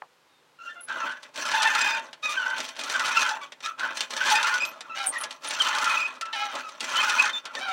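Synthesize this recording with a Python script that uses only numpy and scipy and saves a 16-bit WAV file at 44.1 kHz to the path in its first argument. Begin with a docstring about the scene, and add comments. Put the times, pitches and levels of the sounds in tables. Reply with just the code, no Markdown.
"""Old hand pump in a quiet park

An old cast-iron hand pump is worked close by, five full strokes. Its dry pivot and rod stick and slip:
uneven jerks shake filters for the grinding, and gliding tones make squeals and two-note groans.
The slack linkage clanks as ticks and noise bursts, and the iron housing rings as decaying modes.
Thin squeaks, a soft bump, one faint bird whistle and the still park air complete the scene."""
import sys
import numpy as np
from scipy import signal
from scipy.fft import rfft, irfft, next_fast_len
from scipy.io import wavfile
from scipy.ndimage import map_coordinates

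SR = 44100
rng = np.random.default_rng(int(sys.argv[2]) if len(sys.argv) > 2 else 0)


def file_out(sig):
    """Save sig as 16-bit WAV at sys.argv[1]."""
    # one column per channel
    cols = np.atleast_2d(sig).T
    # limit, then scale
    lim = np.clip(cols, -1, 1)
    pcm = np.round(lim * 32767).astype(np.int16)
    wavfile.write(sys.argv[1], SR, pcm)


N = 340452  # length in samples
TIME = np.arange(N) / SR

# loaded strokes, in which effort builds, holds and eases off:
# start_s, full_effort_s, easing_s, end_s, level_db (before the grinding mix), rasp_pitch_hz
STROKES = [(1.351, 1.528, 1.888, 2.08, -27, 1537), (2.784, 2.996, 3.3, 3.42, -29, 1520),
           (4.106, 4.26, 4.54, 4.78, -27.5, 1410), (5.423, 5.64, 5.96, 6.175, -28.5, 1354),
           (6.807, 6.981, 7.3, 7.32, -27, 1383)]
# short rubs, mostly as the handle swings back; more bite means more rasp and less grit:
# start_s, end_s, level_db (before the grinding mix), bite_db, rasp_pitch_hz
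RUBS = [(0.613, 0.736, -59, -8, 1420), (0.885, 1.122, -38.5, 4, 1460), (1.136, 1.173, -47.5, 2, 1490),
        (1.226, 1.255, -47.5, -3.5, 1440), (2.237, 2.342, -36, -7, 1370), (2.343, 2.575, -37, 2.5, 1475),
        (2.573, 2.674, -38.5, -8.5, 1460), (2.673, 2.803, -47.5, -5.5, 1390),
        (3.169, 3.223, -31, -13.5, 1370), (3.42, 3.437, -41, -1.5, 1370), (3.637, 3.668, -33.5, -7, 1340),
        (3.792, 3.917, -34.5, 6, 1473), (3.953, 4.037, -37, -7.5, 1480), (4.233, 4.292, -28.5, 1, 1550),
        (4.31, 4.331, -25, -12.5, 1500), (4.813, 4.936, -56, 4, 1330), (4.96, 5.06, -38, -6.5, 1330),
        (5.125, 5.261, -38.5, 0, 1240), (5.30, 5.344, -44.5, -3, 1280), (6.25, 6.323, -49, 4, 1320),
        (6.336, 6.466, -40.5, -6.5, 1390), (6.488, 6.608, -38.5, 1.5, 1330),
        (6.596, 6.786, -48.5, -2.5, 1290), (7.329, 7.383, -41.5, -4, 1430), (7.441, 7.555, -51, 6.5, 1380),
        (7.546, 7.723, -40, -2.5, 1370)]
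# tone colour of a clank or a snapping rust flake: frequency_hz, gain_db
CLANK_COLOUR = [(150, -21.5), (600, 0), (1800, 3.5), (2600, 6), (4000, 7.5), (6000, 3), (9000, -5),
                (11500, -16.5), (16000, -59)]


def from_db(db):
    """Turn decibels into a gain."""
    return 10 ** (np.asarray(db) / 20)


def rms_one(x):
    """Scale a sound to an average power of one."""
    return x / np.sqrt(np.mean(np.abs(x) ** 2) + 1e-20)


def in_time(rows):
    """Read each column of a timed curve at every sample."""
    s, *columns = np.transpose(rows)
    return [np.interp(TIME, s, column) for column in columns]


def drift(rate, size=N):
    """Smooth random wandering that heads for a new value `rate` times a second."""
    steps = np.arange(size) * rate / SR + rng.random()
    values = rng.standard_normal(int(steps[-1]) + 3)
    return map_coordinates(values, [steps], order=2, mode="mirror")


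def coloured(x, spectrum):
    """Filter with the given spectrum, without sounding ahead of its input (minimum phase)."""
    size = 2048
    hz, db = np.transpose(spectrum)
    log_hz = np.log(np.fft.rfftfreq(size, 1 / SR) + 1)
    log_gain = np.interp(log_hz, np.log(hz), np.log(from_db(db)))
    cepstrum = irfft(log_gain)[:size // 2]
    cepstrum[1:] *= 2
    response = irfft(np.exp(rfft(cepstrum, size)))
    return signal.fftconvolve(x, response)[:len(x)]


def band(x, low_hz, high_hz):
    """Keep the frequencies between two limits, with fairly steep sides."""
    limits = [low_hz, min(high_hz, .45 * SR)]
    return signal.sosfilt(signal.butter(3, limits, "band", fs=SR, output="sos"), x)


def resonance(x, hz, width_hz):
    """Two equal resonances in a row, whose centre may move; scaled to unit power."""
    turn = np.exp(2j * np.pi * np.cumsum(hz * np.ones(len(x))) / SR)
    r = np.exp(-np.pi * width_hz / SR)
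    # turn the centre down to zero frequency, smooth there, then turn it back
    smooth = signal.lfilter([1], [1, -2 * r, r * r], x / turn)
    return rms_one((turn * smooth).real)


def swell(length, rise, t60):
    """Time and envelope of a vibration that builds up, is driven for `length`, then rings out."""
    t = np.arange(int((length + t60) * SR)) / SR
    ring_out = from_db(-60 * np.maximum(t - length, 0) / t60)
    return t, (1 - np.exp(-t / rise)) * ring_out


def add(out, start, sound):
    """Mix a sound in at a time in seconds."""
    i = int(start * SR)
    out[i:i + len(sound)] += sound[:max(N - i, 0)]


def park_air(level_db=-63):
    """Faint steady noise, coloured like the still air of the park."""
    # tone colour: frequency_hz, gain_db
    air_colour = [(18, -55), (30, -25), (127, -7.5), (145, 3.5), (189, -6), (526, 2.5), (702, -4), (844, 2),
                  (962, 1), (2480, -4.5), (3770, -7), (4080, -7.5), (16000, -26)]
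    return from_db(level_db) * rms_one(coloured(rng.standard_normal(N), air_colour))


def knock(start=0.0195, length=0.0025, level_db=-29.5, tail_db=-11, tail_t60=0.1, low_hz=550, high_hz=1750):
    """A soft, broad bump of noise with a short tail that keeps only its lower half."""
    out = np.zeros(N)
    t, envelope = swell(length, rise=0.00083, t60=0.0077)
    bump = rms_one(band(rng.standard_normal(len(t)), low_hz, high_hz))
    add(out, start, from_db(level_db) * envelope * bump)
    t, envelope = swell(length, rise=0.0023, t60=tail_t60)
    tail = rms_one(band(rng.standard_normal(len(t)), low_hz, (low_hz + high_hz) / 2))
    add(out, start, from_db(level_db + tail_db) * envelope * tail)
    return out


def bird(start=.28, length=0.08, first_hz=3790, last_hz=3650, level_db=-66):
    """One faint whistle from the trees: a pure tone that falls slightly."""
    out = np.zeros(N)
    t, envelope = swell(length, rise=0.022, t60=0.27)
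    hz = np.interp(t, [0, length], [first_hz, last_hz])
    add(out, start, from_db(level_db) * envelope * np.sin(2 * np.pi * np.cumsum(hz) / SR))
    return out


def under_load(every_s):
    """Uneven moments during the full effort of each stroke: (time, the stroke's level in dB)."""
    moments = []
    for _, full, easing, _, db, _ in STROKES:
        times = full + every_s * (np.arange(20) + rng.random(20))
        moments += [(s, db) for s in times if s < easing]
    return moments


def lock_ins(every_s=.07, length_s=0.028, detune=0.022, overtone_db=-28, rough=0.21):
    """Bearing modes catch briefly under full effort, each squeal a little out of tune."""
    # bearing modes: pitch_hz, level_db (beside the stroke's level)
    bearing_modes = [(866, -8.5), (1021, -13.5), (1250, -9), (1456, -9.5), (1770, -9.5), (2070, -12),
                     (2500, -9), (3086, -13)]
    rows = []
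    for hz, mode_db in bearing_modes:
        for s, db in under_load(every_s):
            first_hz, last_hz = hz * (1 + detune * rng.standard_normal(2))
            rows.append((s, s + length_s, first_hz, last_hz, db + mode_db, overtone_db, rough))
    return rows


def squeals(wobble=0.042, flutter_db=7, falloff_db=2.5, lift_db=1, wander=0.00823, restless_db=4, ring_t60=0.028):
    """Stick and slip lock onto one mode and swell; a rough contact makes pitch and strength chatter."""
    # loudest squeals of the dry bearings: start_s, end_s, first_pitch_hz, last_pitch_hz,
    # level_db (before the common lift and swell), overtones_db (before their colour), roughness (0-1)
    loud_squeals = [(0.587, 0.608, 1386, 1360, -47, -6, .6), (0.606, 0.659, 1351, 1407, -46, -6, .55),
                    (0.654, 0.71, 1363, 1420, -39, -11, 0.32), (0.654, 0.72, 1570, 1580, -56, -4, 0.3),
                    (0.689, 0.727, 1786, 1755, -44, -12, 0.4), (0.751, 0.811, 690, 696, -56, -0.5, 0.35),
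                    (0.753, 0.816, 1405, 1396, -44, -22, 0.55), (0.893, 0.928, 1600, 1554, -32, -22, 0.8),
                    (0.974, 1.045, 1456, 1297, -33.5, -14, 0.73), (1.08, 1.144, 1540, 1494, -38, -24, .8),
                    (1.535, 1.561, 887, 870, -24, -11, 0.2), (1.573, 1.62, 900, 869, -27, -6.5, 0.6),
                    (1.643, 1.69, 862, 897, -24, -4.5, 0.52), (1.752, 1.768, 1320, 1405, -23.5, -18, 0.9),
                    (1.692, 2.006, 887, 911, -39.5, -0.5, 0.27), (1.74, 1.978, 2510, 2448, -32, -3, 0.39),
                    (1.808, 1.823, 2542, 2505, -25.5, 9, 0.13), (2.228, 2.277, 1257, 1230, -35.5, 1, 0.14),
                    (2.282, 2.33, 1180, 1236, -33.5, -4, 0.33), (2.366, 2.401, 1567, 1495, -26, -16, 0.35),
                    (2.4, 2.453, 1517, 1370, -32, -10, 0.7), (2.461, 2.47, 1500, 1510, -21.5, -18.5, .45),
                    (2.483, 2.52, 1523, 1537, -31, -15, 0.8), (2.531, 2.536, 1530, 1500, -22, -24, .3),
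                    (2.442, 2.622, 916, 880, -42.5, -15, 0.2), (2.937, 2.967, 1576, 1554, -26.5, -17, 0.8),
                    (3.161, 3.184, 1371, 1318, -22.5, -2.5, 0.6),
                    (3.147, 3.242, 2600, 2465, -29.5, -5, 0.6), (3.241, 3.297, 1502, 1534, -31, -20, 0.76),
                    (3.286, 3.372, 876, 888, -34.5, -10, 0.74), (3.41, 3.452, 1165, 1135, -39, -7.5, .12),
                    (3.638, 3.669, 1235, 1277, -39, 3, 0.3), (3.654, 3.722, 1363, 1302, -36, -16, 0.8),
                    (4.208, 4.218, 1524, 1484, -21, -13, 0.3), (4.31, 4.347, 882, 839, -21.5, -13, 0.36),
                    (4.351, 4.415, 893, 906, -31.5, -2.5, 0.46), (4.349, 4.377, 2470, 2525, -23.5, 2, 0.08),
                    (4.437, 4.5, 1354, 1417, -30, -7, 0.68), (4.479, 4.489, 1404, 1380, -23, -11, 0.53),
                    (4.51, 4.567, 1440, 1476, -27, -20, 0.37), (4.602, 4.644, 2470, 2540, -26, -4, 0.48),
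                    (4.895, 4.956, 1330, 1300, -39, -7.5, 0.54), (5.127, 5.16, 1959, 1970, -35.5, -18, 0.6),
                    (5.156, 5.18, 1940, 1946, -31.5, -13, 0.7), (5.6, 5.62, 3130, 3035, -18.5, -24, 0.08),
                    (5.655, 5.671, 3027, 3090, -30, -21, 0.37), (5.845, 5.88, 1383, 1363, -29, -18, 0.52),
                    (5.897, 5.922, 2477, 2570, -25.5, -24, 0.2), (5.968, 5.981, 2530, 2580, -21.5, -16, 0),
                    (5.989, 6.067, 2466, 2545, -28.5, -9, 0.45), (6.217, 6.238, 1338, 1319, -32, -14, 0.4),
                    (6.238, 6.325, 1348, 1320, -43.5, -14, 0.5), (6.629, 6.696, 1310, 1252, -39.5, -9, 0.3),
                    (6.956, 7.01, 3010, 3120, -26.5, -19, 0.4), (6.996, 7.028, 2520, 2500, -28.5, -15, 0.4),
                    (7.181, 7.203, 2450, 2457, -22.5, -21, 0.3), (7.194, 7.213, 2560, 2536, -17, -9, 0.42),
                    (7.26, 7.298, 1540, 1474, -39, -14.5, 0.6), (7.33, 7.386, 3590, 3590, -30, -7, 0),
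                    (7.565, 7.582, 1833, 1820, -34.5, -7, 0.3)]
    # share of the overtones that the iron passes on: frequency_hz, gain_db
    overtone_colour = [(1400, -4), (2500, 0), (3650, 0), (3800, -3), (4050, -13), (5000, -12), (5400, -17),
                       (7500, -16), (12000, -28)]
    swell_db = 3  # a squeal is this much softer at its ends than in its middle
    out = np.zeros(N)
    colour_hz, colour_db = np.transpose(overtone_colour)
    for start, end, first_hz, last_hz, db, overtone_db, rough in loud_squeals + lock_ins():
        length = max(end - start, .004)
        t, envelope = swell(length, rise=0.0024, t60=ring_t60)
        arch = np.sin(np.pi * np.minimum(t / length, 1)) - 1
        envelope = envelope * from_db(swell_db * arch)
        glide = np.interp(t, [0, length], [first_hz, last_hz])
        hz = glide * (1 + wobble * rough * drift(521, size=len(t)))
        phase = 2 * np.pi * np.cumsum(hz * (1 + wander * drift(48.2, size=len(t)))) / SR
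        tone = np.sin(phase)
        for k in range(2, 6):
            partial_db = overtone_db - falloff_db * (k - 2) + np.interp(k * first_hz, colour_hz, colour_db)
            strength = from_db(partial_db + restless_db * drift(64.5, size=len(t)))
            tone = tone + strength * np.sin(k * phase)
        shake = rms_one(from_db(flutter_db * rough * np.tanh(drift(260.4, size=len(t)))))
        add(out, start, np.sqrt(2) * from_db(db + lift_db) * envelope * shake * tone)
    return band(out, 490, 8300)


def slips(per_s, spread_db):
    """Tiny uneven jerks of rusty iron sliding on iron: clicks at random times."""
    happens = rng.random(N) < per_s / SR
    return happens * rng.choice([-1, 1], N) * from_db(spread_db * rng.standard_normal(N))


def contact(start, end):
    """Gain of a contact that grips quickly, holds, and dies away after the motion stops."""
    grip_s, release_db_per_s = 0.034, 425
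    grip = np.clip((TIME - start) / grip_s + .5, 0, 1)
    return grip * from_db(-release_db_per_s * np.clip(TIME - end, 0, .5))


def friction():
    """Levels (dB) of rumble, rasp, scrape and grit: sliding, strokes, rubs and thuds add in power."""
    # how the parts follow a stroke; rows are housing rumble, pivot rasp, rod scrape, rust grit:
    # start_db, full_effort_db, end_db (beside the stroke's level)
    stroke_parts = [(-17, -20, -25), (-17.5, -0.5, -21), (-11, -2.5, -24.5), (-14.5, -8.5, -32.5)]
    # dull thuds of the rod in the housing: start_s, strength_db (before the grip and the mix)
    thud_rows = [(0.945, -41), (1.04, -40), (2.589, -39.5), (3.83, -46), (3.9, -41), (5.075, -41),
                 (5.235, -42), (6.545, -35.5), (7.555, -37.5)]
    thud_s = 0.012
    # faint sliding of the slack parts once the handle moves: rumble, rasp, scrape, grit (dB)
    slide_from_s, slide_db = .73, [-64, -72, -68, -77]
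    grit_db, grit_per_bite = -8.5, -0.65  # grit beside the scrape, and its change per dB of bite
    rumble_db, rumble_follows = -29, 0.59  # rumble of a rub at 0 dB, and the share of its level it follows
    sag_db = 1  # a rub fades by this much from start to end

    power = (from_db(slide_db)[:, None] * contact(slide_from_s, TIME[-1])) ** 2
    for start, full, easing, end, db, _ in STROKES:
        grip = from_db(db) * contact(start, end)
        for part, (first_db, full_db, last_db) in zip(power, stroke_parts):
            effort_db = np.interp(TIME, [start, full, easing, end], [first_db, full_db, full_db, last_db])
            part += (grip * from_db(effort_db)) ** 2  # adds into the matching row of power
    for start, end, db, bite_db, _ in RUBS:
        grip = contact(start, end) * from_db(sag_db * np.interp(TIME, [start, end], [.5, -.5]))
        levels = [rumble_db + rumble_follows * db, db + bite_db, db, db + grit_db + grit_per_bite * bite_db]
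        power += np.outer(from_db(levels), grip) ** 2
    for s, db in thud_rows:
        power[0] += (from_db(db) * contact(s, s + thud_s)) ** 2
    return 10 * np.log10(power + 1e-14)


def rasp_pitch():
    """The pivot keeps one pitch through each stroke or rub, and glides in between."""
    held = [(s, hz) for start, _, easing, _, _, hz in STROKES for s in (start, easing)]
    held += [(s, hz) for start, end, _, _, hz in RUBS for s in (start, end)]
    return in_time(sorted(held))[0]


def rasp_tone(hz, width_hz=240, squash=0.89, overtone_db=-17, falloff_db=7):
    """Chaotic stick and slip: a narrow, restless vibration; friction limits its swing and adds overtones."""
    vibration = resonance(slips(per_s=1500, spread_db=3.0), hz, width_hz)
    swing = signal.hilbert(vibration, next_fast_len(N))[:N]
    phase = np.angle(swing)
    overtones = sum(from_db(overtone_db - falloff_db * (k - 1.5)) * np.cos(k * phase) for k in range(2, 5))
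    return np.abs(swing) ** squash * (np.cos(phase) + overtones)


def crowded_ring(x, t60=0.04, ring_db=-1):
    """Every slip sets the same crowd of small casting modes ringing briefly."""
    t = np.arange(SR // 10) / SR
    ring = band(rng.standard_normal(len(t)) * from_db(-60 * t / t60), 1130, 19000)
    return x + from_db(ring_db) * signal.fftconvolve(x, ring / np.linalg.norm(ring))[:N]


def patchy(x, low_hz, high_hz, patch_db, count):
    """The contact point wanders and favours now these modes, now those: each band drifts in level."""
    edges = np.geomspace(low_hz, high_hz, count + 1)
    out = np.zeros(N)
    for k, (low, high) in enumerate(zip(edges, edges[1:])):
        out += (-1) ** k * band(x, low, high) * from_db(patch_db * drift(40))
    return out


def housing(force):
    """The iron modes of the housing ring under a force and die away."""
    # modes: pitch_hz, level_db, t60_s (time to fade by 60 dB)
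    iron_modes = [(662, -22, 0.3), (866, -9, 0.16), (1020.5, -19, 0.42), (1356, -16, 0.2),
                  (1456, -16, 0.17), (1771, -12, 0.16), (1958, -15, 0.16), (2085, -14, .1),
                  (2480, -8.5, 0.071), (2729, -10, .09), (2869, -7, .066), (3084, -10, 0.12),
                  (3190, -14, .11), (3328, -10, .1), (3590, -5, 0.09), (3830, -6, 0.062), (4409, -13, 0.14),
                  (4950, -10, .07), (5834, -5, 0.085), (7385, -12, 0.085)]
    out = np.zeros(len(force))
    for hz, db, t60 in iron_modes:
        r, w = from_db(-60 / (t60 * SR)), 2 * np.pi * hz / SR
        strength = rng.choice([-1, 1]) * from_db(db)
        out += strength * signal.lfilter([0, np.sin(w)], [1, -2 * r * np.cos(w), r * r], force + 1e-18)
    return out


def grinding(judder_db=1.5, own_db=1.5, rasp_db=-3.0, scrape_db=-4.0, grit_db=-3.5, ring_db=-45):
    """Slips shake housing, pivot and rod; all parts judder in level together, and each a little alone."""
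    # tone colour: frequency_hz, gain_db
    grind_colour = [(130, -23), (165, -13), (195, -21), (245, -7), (370, -10.5), (440, -14.5), (620, 3.5),
                    (740, -3), (900, 11), (1400, 8), (2200, -4), (2550, -1), (4600, -6), (5800, -1.5),
                    (8500, -14.5), (11500, -24.5), (16000, -25)]
    # the listener moves from the housing to the spout, where it rumbles less: time_s, rumble_db
    nearness = [(4.8, 1), (6.2, 0.5)]
    patch_db = 3.2
    rumble, rasp, scrape, grit = friction()
    judder = judder_db * drift(60)
    force = coloured(crowded_ring(slips(per_s=900, spread_db=3.0)), grind_colour)
    pivot = rasp_tone(rasp_pitch() * (1 + 0.059 * drift(70)))
    parts = [(band(force, 151, 621), rumble + in_time(nearness)[0]),
             (band(force, 775, 1145), (rumble + rasp) / 2),  # body between rumble and rasp
             (pivot, rasp + rasp_db),
             (patchy(force, 1630, 4110, patch_db, count=8), scrape + scrape_db),
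             (patchy(force, 4000, 22000, patch_db, count=16), grit + grit_db)]
    direct = sum(rms_one(x) * from_db(db + judder + own_db * drift(45)) for x, db in parts)
    return direct + from_db(ring_db) * housing(direct)


def crackle(per_s=95, spread_db=6, level_db=-2.5, t60=0.034):
    """Flakes of rust snap one by one in the sliding contact, each like a tiny clank."""
    t = np.arange(SR // 20) / SR
    snaps = signal.fftconvolve(np.abs(slips(per_s, spread_db)), from_db(-60 * t / t60))[:N]
    grit = friction()[3]
    noise = rms_one(coloured(snaps * rng.standard_normal(N), CLANK_COLOUR))
    return from_db(grit + level_db) * noise  # level_db is beside the grit


def chirps(stutter_db=5, splash_db=-20):
    """A light, glancing contact whistles far up in the treble, in stuttering bursts with a little hiss."""
    # squeaks: start_s, end_s, pitch_hz, width_hz, level_db
    squeak_rows = [(0.806, 0.854, 10620, 200, -43), (0.809, .85, 10040, 302, -49),
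                   (4.656, 4.695, 12680, 300, -46), (5.075, 5.105, 8620, 500, -33),
                   (5.063, 5.098, 9450, 700, -31), (5.182, 5.224, 10130, 900, -39.5),
                   (5.209, 5.213, 8950, 600, -37), (5.23, 5.245, 9700, 300, -46),
                   (5.468, 5.493, 9540, 400, -40.5)]
    out = np.zeros(N)
    for start, end, hz, width_hz, db in squeak_rows:
        t, envelope = swell(max(end - start, .005), rise=0.00062, t60=0.054)
        whistle = resonance(rng.standard_normal(len(t)), hz, width_hz)
        hiss = from_db(splash_db) * rng.standard_normal(len(t)) * envelope
        stutter = rms_one(from_db(stutter_db * drift(174, size=len(t))))
        add(out, start, from_db(db) * envelope * stutter * (whistle + hiss))
    return out


def chatter(every_s=0.022, weakest_db=-7.5, spread_db=1, treble_db=-4.5):
    """The loaded linkage slips from notch to notch in small knocks, set beside the stroke's level."""
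    return [(s, db + weakest_db + spread_db * rng.random(), treble_db) for s, db in under_load(every_s)]


def blunted(x, treble_db):
    """A blunt contact loses treble: a gentle shelf changes what lies above about 1960 Hz."""
    low = signal.lfilter(*signal.butter(1, 1960, fs=SR), x)
    return low + from_db(treble_db) * (x - low)


def clanks(crack_t60=0.06, crack_db=-3, ring_db=-11, contact_t60=0.0094, tick_db=-3):
    """Each knock is a hard tick, a short crash of crowded modes, and the ring of the housing."""
    # clanks of the slack linkage, loudest or at the turns of the handle:
    # time_s, strength_db (before the mix of tick, crash and ring), treble_db
    clank_rows = [(0.8863, -29.5, -23), (1.2312, -35, -2.5), (1.36, -35.5, 4), (1.516, -15, -14),
                  (1.6308, -18, 0), (1.751, -19.5, -1.5), (1.8126, -23, -4), (1.875, -28, -2),
                  (2.131, -29, -8.5), (2.462, -28, -14), (2.562, -34, -6), (2.582, -24.5, -5),
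                  (2.604, -19.5, -6), (2.651, -32, 1), (2.687, -37, 2), (2.766, -33, -6),
                  (2.793, -26.5, 0.5), (2.837, -27, 0.5), (2.8991, -19, -5.5), (2.996, -18, -4),
                  (3.067, -28, 1), (3.2917, -24.5, 0.5), (3.5213, -27, -14), (3.605, -33, -10),
                  (3.796, -24, -10), (3.9731, -26.5, 3), (4.0076, -21, 3), (4.107, -26, -2),
                  (4.1668, -28, 4), (4.2565, -21, -7), (4.312, -23, 1), (4.356, -20.5, 2.5),
                  (4.43, -24.5, 4), (4.554, -25, -13), (4.652, -31.5, 6), (4.8082, -26, -6.5),
                  (5.238, -26, 2.5), (5.3092, -32.5, 3), (5.4462, -26.5, -2.5), (5.5083, -24, 1.5),
                  (5.6197, -21, 3), (5.7854, -22, -2), (5.8441, -23, 3.5), (5.8962, -27, 2),
                  (6.212, -23.5, -1), (6.256, -28.5, -12.5), (6.329, -26, -10), (6.554, -25, -4.5),
                  (6.589, -37, 0), (6.692, -37.5, 0), (6.807, -25, 3.5), (6.843, -23.5, -1.5),
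                  (6.958, -27, 1), (7.097, -18, -0.5), (7.2241, -23.5, 0), (7.455, -21, -10),
                  (7.552, -21, -13)]
    crack, force, tick = np.zeros((3, N))
    t = np.arange(SR // 5) / SR
    for s, db, treble_db in clank_rows + chatter():
        tick[int(s * SR)] = from_db(db + tick_db + treble_db)
        noise = blunted(rms_one(coloured(rng.standard_normal(len(t)), CLANK_COLOUR)), treble_db)
        add(crack, s - .001, from_db(db + crack_db - 60 * t / crack_t60) * noise)
        blow = rng.standard_normal(len(t)) * from_db(-60 * t / contact_t60)
        add(force, s - .001, from_db(db + ring_db) * blunted(blow / np.linalg.norm(blow), treble_db))
    return crack + housing(force) + band(tick, 3000, 22000)


def groans(wobble=.013, flutter_db=2.3, slip_rad=.35, rasp_db=2.2):
    """Two modes share one rubbing contact, which breeds raspy overtones and sum tones that glide with them."""
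    # one curve for each groan of the rod: time_s, low_pitch_hz, high_pitch_hz, low_db, high_db, overtones_db
    groan_curves = [
        [(4.957, 781, 1313, -50, -46, -43.5), (4.985, 797, 1356, -39.5, -49, -44.5),
         (5.01, 812, 1342, -38, -33.5, -41), (5.045, 783, 1420, -35.5, -41, -43),
         (5.078, 755, 1420, -41, -42, -52)],
        [(6.329, 878, 1292, -41, -47, -37), (6.348, 895, 1322, -36, -45, -40),
         (6.362, 804, 1336, -38, -40, -42.5), (6.405, 812, 1311, -39.5, -38, -40),
         (6.44, 832, 1335, -35, -34, -41.5), (6.48, 817, 1334, -39.5, -48, -50),
         (6.53, 773, 1310, -49, -46, -53)],
        [(7.603, 769, 1500, -48, -51, -54), (7.622, 771, 1555, -36.5, -43, -42.5),
         (7.652, 803, 1534, -44, -50, -41), (7.68, 780, 1390, -35.5, -28, -48.5),
         (7.722, 751, 1320, -36, -37, -45)],
    ]
    # overtones: low_multiple, high_multiple (how many times each note's frequency is counted)
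    overtone_orders = [(2, 0), (1, 1), (3, 0), (2, 1), (4, 0), (3, 1), (5, 0), (4, 1), (6, 0), (5, 1),
                       (7, 0)]
    # one level for each overtone: level_db (beside the curve's overtones_db)
    overtone_levels = [1.5, -3, 1.5, 0.5, -4, -3, -7, -12, -14, -15, -17]
    out = np.zeros(N)
    for curve in groan_curves:
        s, *columns = np.transpose(curve)
        t, envelope = swell(s[-1] - s[0], rise=0.0034, t60=0.025)
        low_hz, high_hz, low_db, high_db, overtones_db = (np.interp(s[0] + t, s, c) for c in columns)
        low, high = (2 * np.pi * np.cumsum(hz * (1 + wobble * drift(279, size=len(t)))) / SR
                     for hz in (low_hz, high_hz))
        partials = [(low, low_db), (high, high_db)]
        for (a, b), db in zip(overtone_orders, overtone_levels):
            offset = 2 * np.pi * rng.random() + slip_rad * drift(198, size=len(t))
            partials.append((a * low + b * high + offset, overtones_db + db))
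        tone = sum(from_db(db + flutter_db * drift(73.4, size=len(t))) * np.sin(phase)
                   for phase, db in partials)
        rasp = rms_one(from_db(rasp_db * drift(396, size=len(t))))
        add(out, s[0], np.sqrt(2) * envelope * rasp * tone)
    return out


def pips(pitch_hz=8640, length_s=0.0013, t60=0.0089, detune=0.019, splash_db=-19):
    """Each jerk of the glancing contact drives a high whistle for a moment."""
    # sharp pips in the loudest high squeak: start_s, level_db (before the build-up)
    pip_rows = [(5.0702, -14), (5.0775, -22), (5.083, -23), (5.091, -24), (5.096, -25)]
    out = np.zeros(N)
    t, envelope = swell(length_s, rise=.0005, t60=t60)
    for s, db in pip_rows:
        whistle = np.sin(2 * np.pi * pitch_hz * (1 + detune * rng.standard_normal()) * t)
        hiss = from_db(splash_db) * band(rng.standard_normal(len(t)), 7000, 16000)
        add(out, s, np.sqrt(2) * from_db(db) * envelope * (whistle + hiss))
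    return out


def shelter(x, t60=0.21, wet_db=-17):
    """Faint, dull scatter from the posts, slab and trees around: a fading noise echo."""
    t = np.arange(SR // 2) / SR
    echo = band(rng.standard_normal(len(t)), 113, 2430) * from_db(-60 * t / t60) * (t > .006)
    return x + from_db(wet_db) * signal.fftconvolve(x, echo / np.linalg.norm(echo))[:N]


def scene():
    """The pump, too small to radiate much bass, over the still air of the park."""
    pump = grinding() + crackle() + clanks() + squeals() + groans() + chirps() + pips()
    slab_thud = from_db(-4.5) * band(pump, 6.6, 90)  # a faint thud comes through the slab
    pump = band(pump, 127, 19000) + slab_thud
    return (shelter(pump) + knock() + bird() + park_air())[None]


def record(dry):
    """Cut the top steeply above 16.1 kHz."""
    return signal.sosfilt(signal.ellip(10, .1, 70, 16100, fs=SR, output="sos"), dry)


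dry = scene()
out = record(dry)
file_out(out)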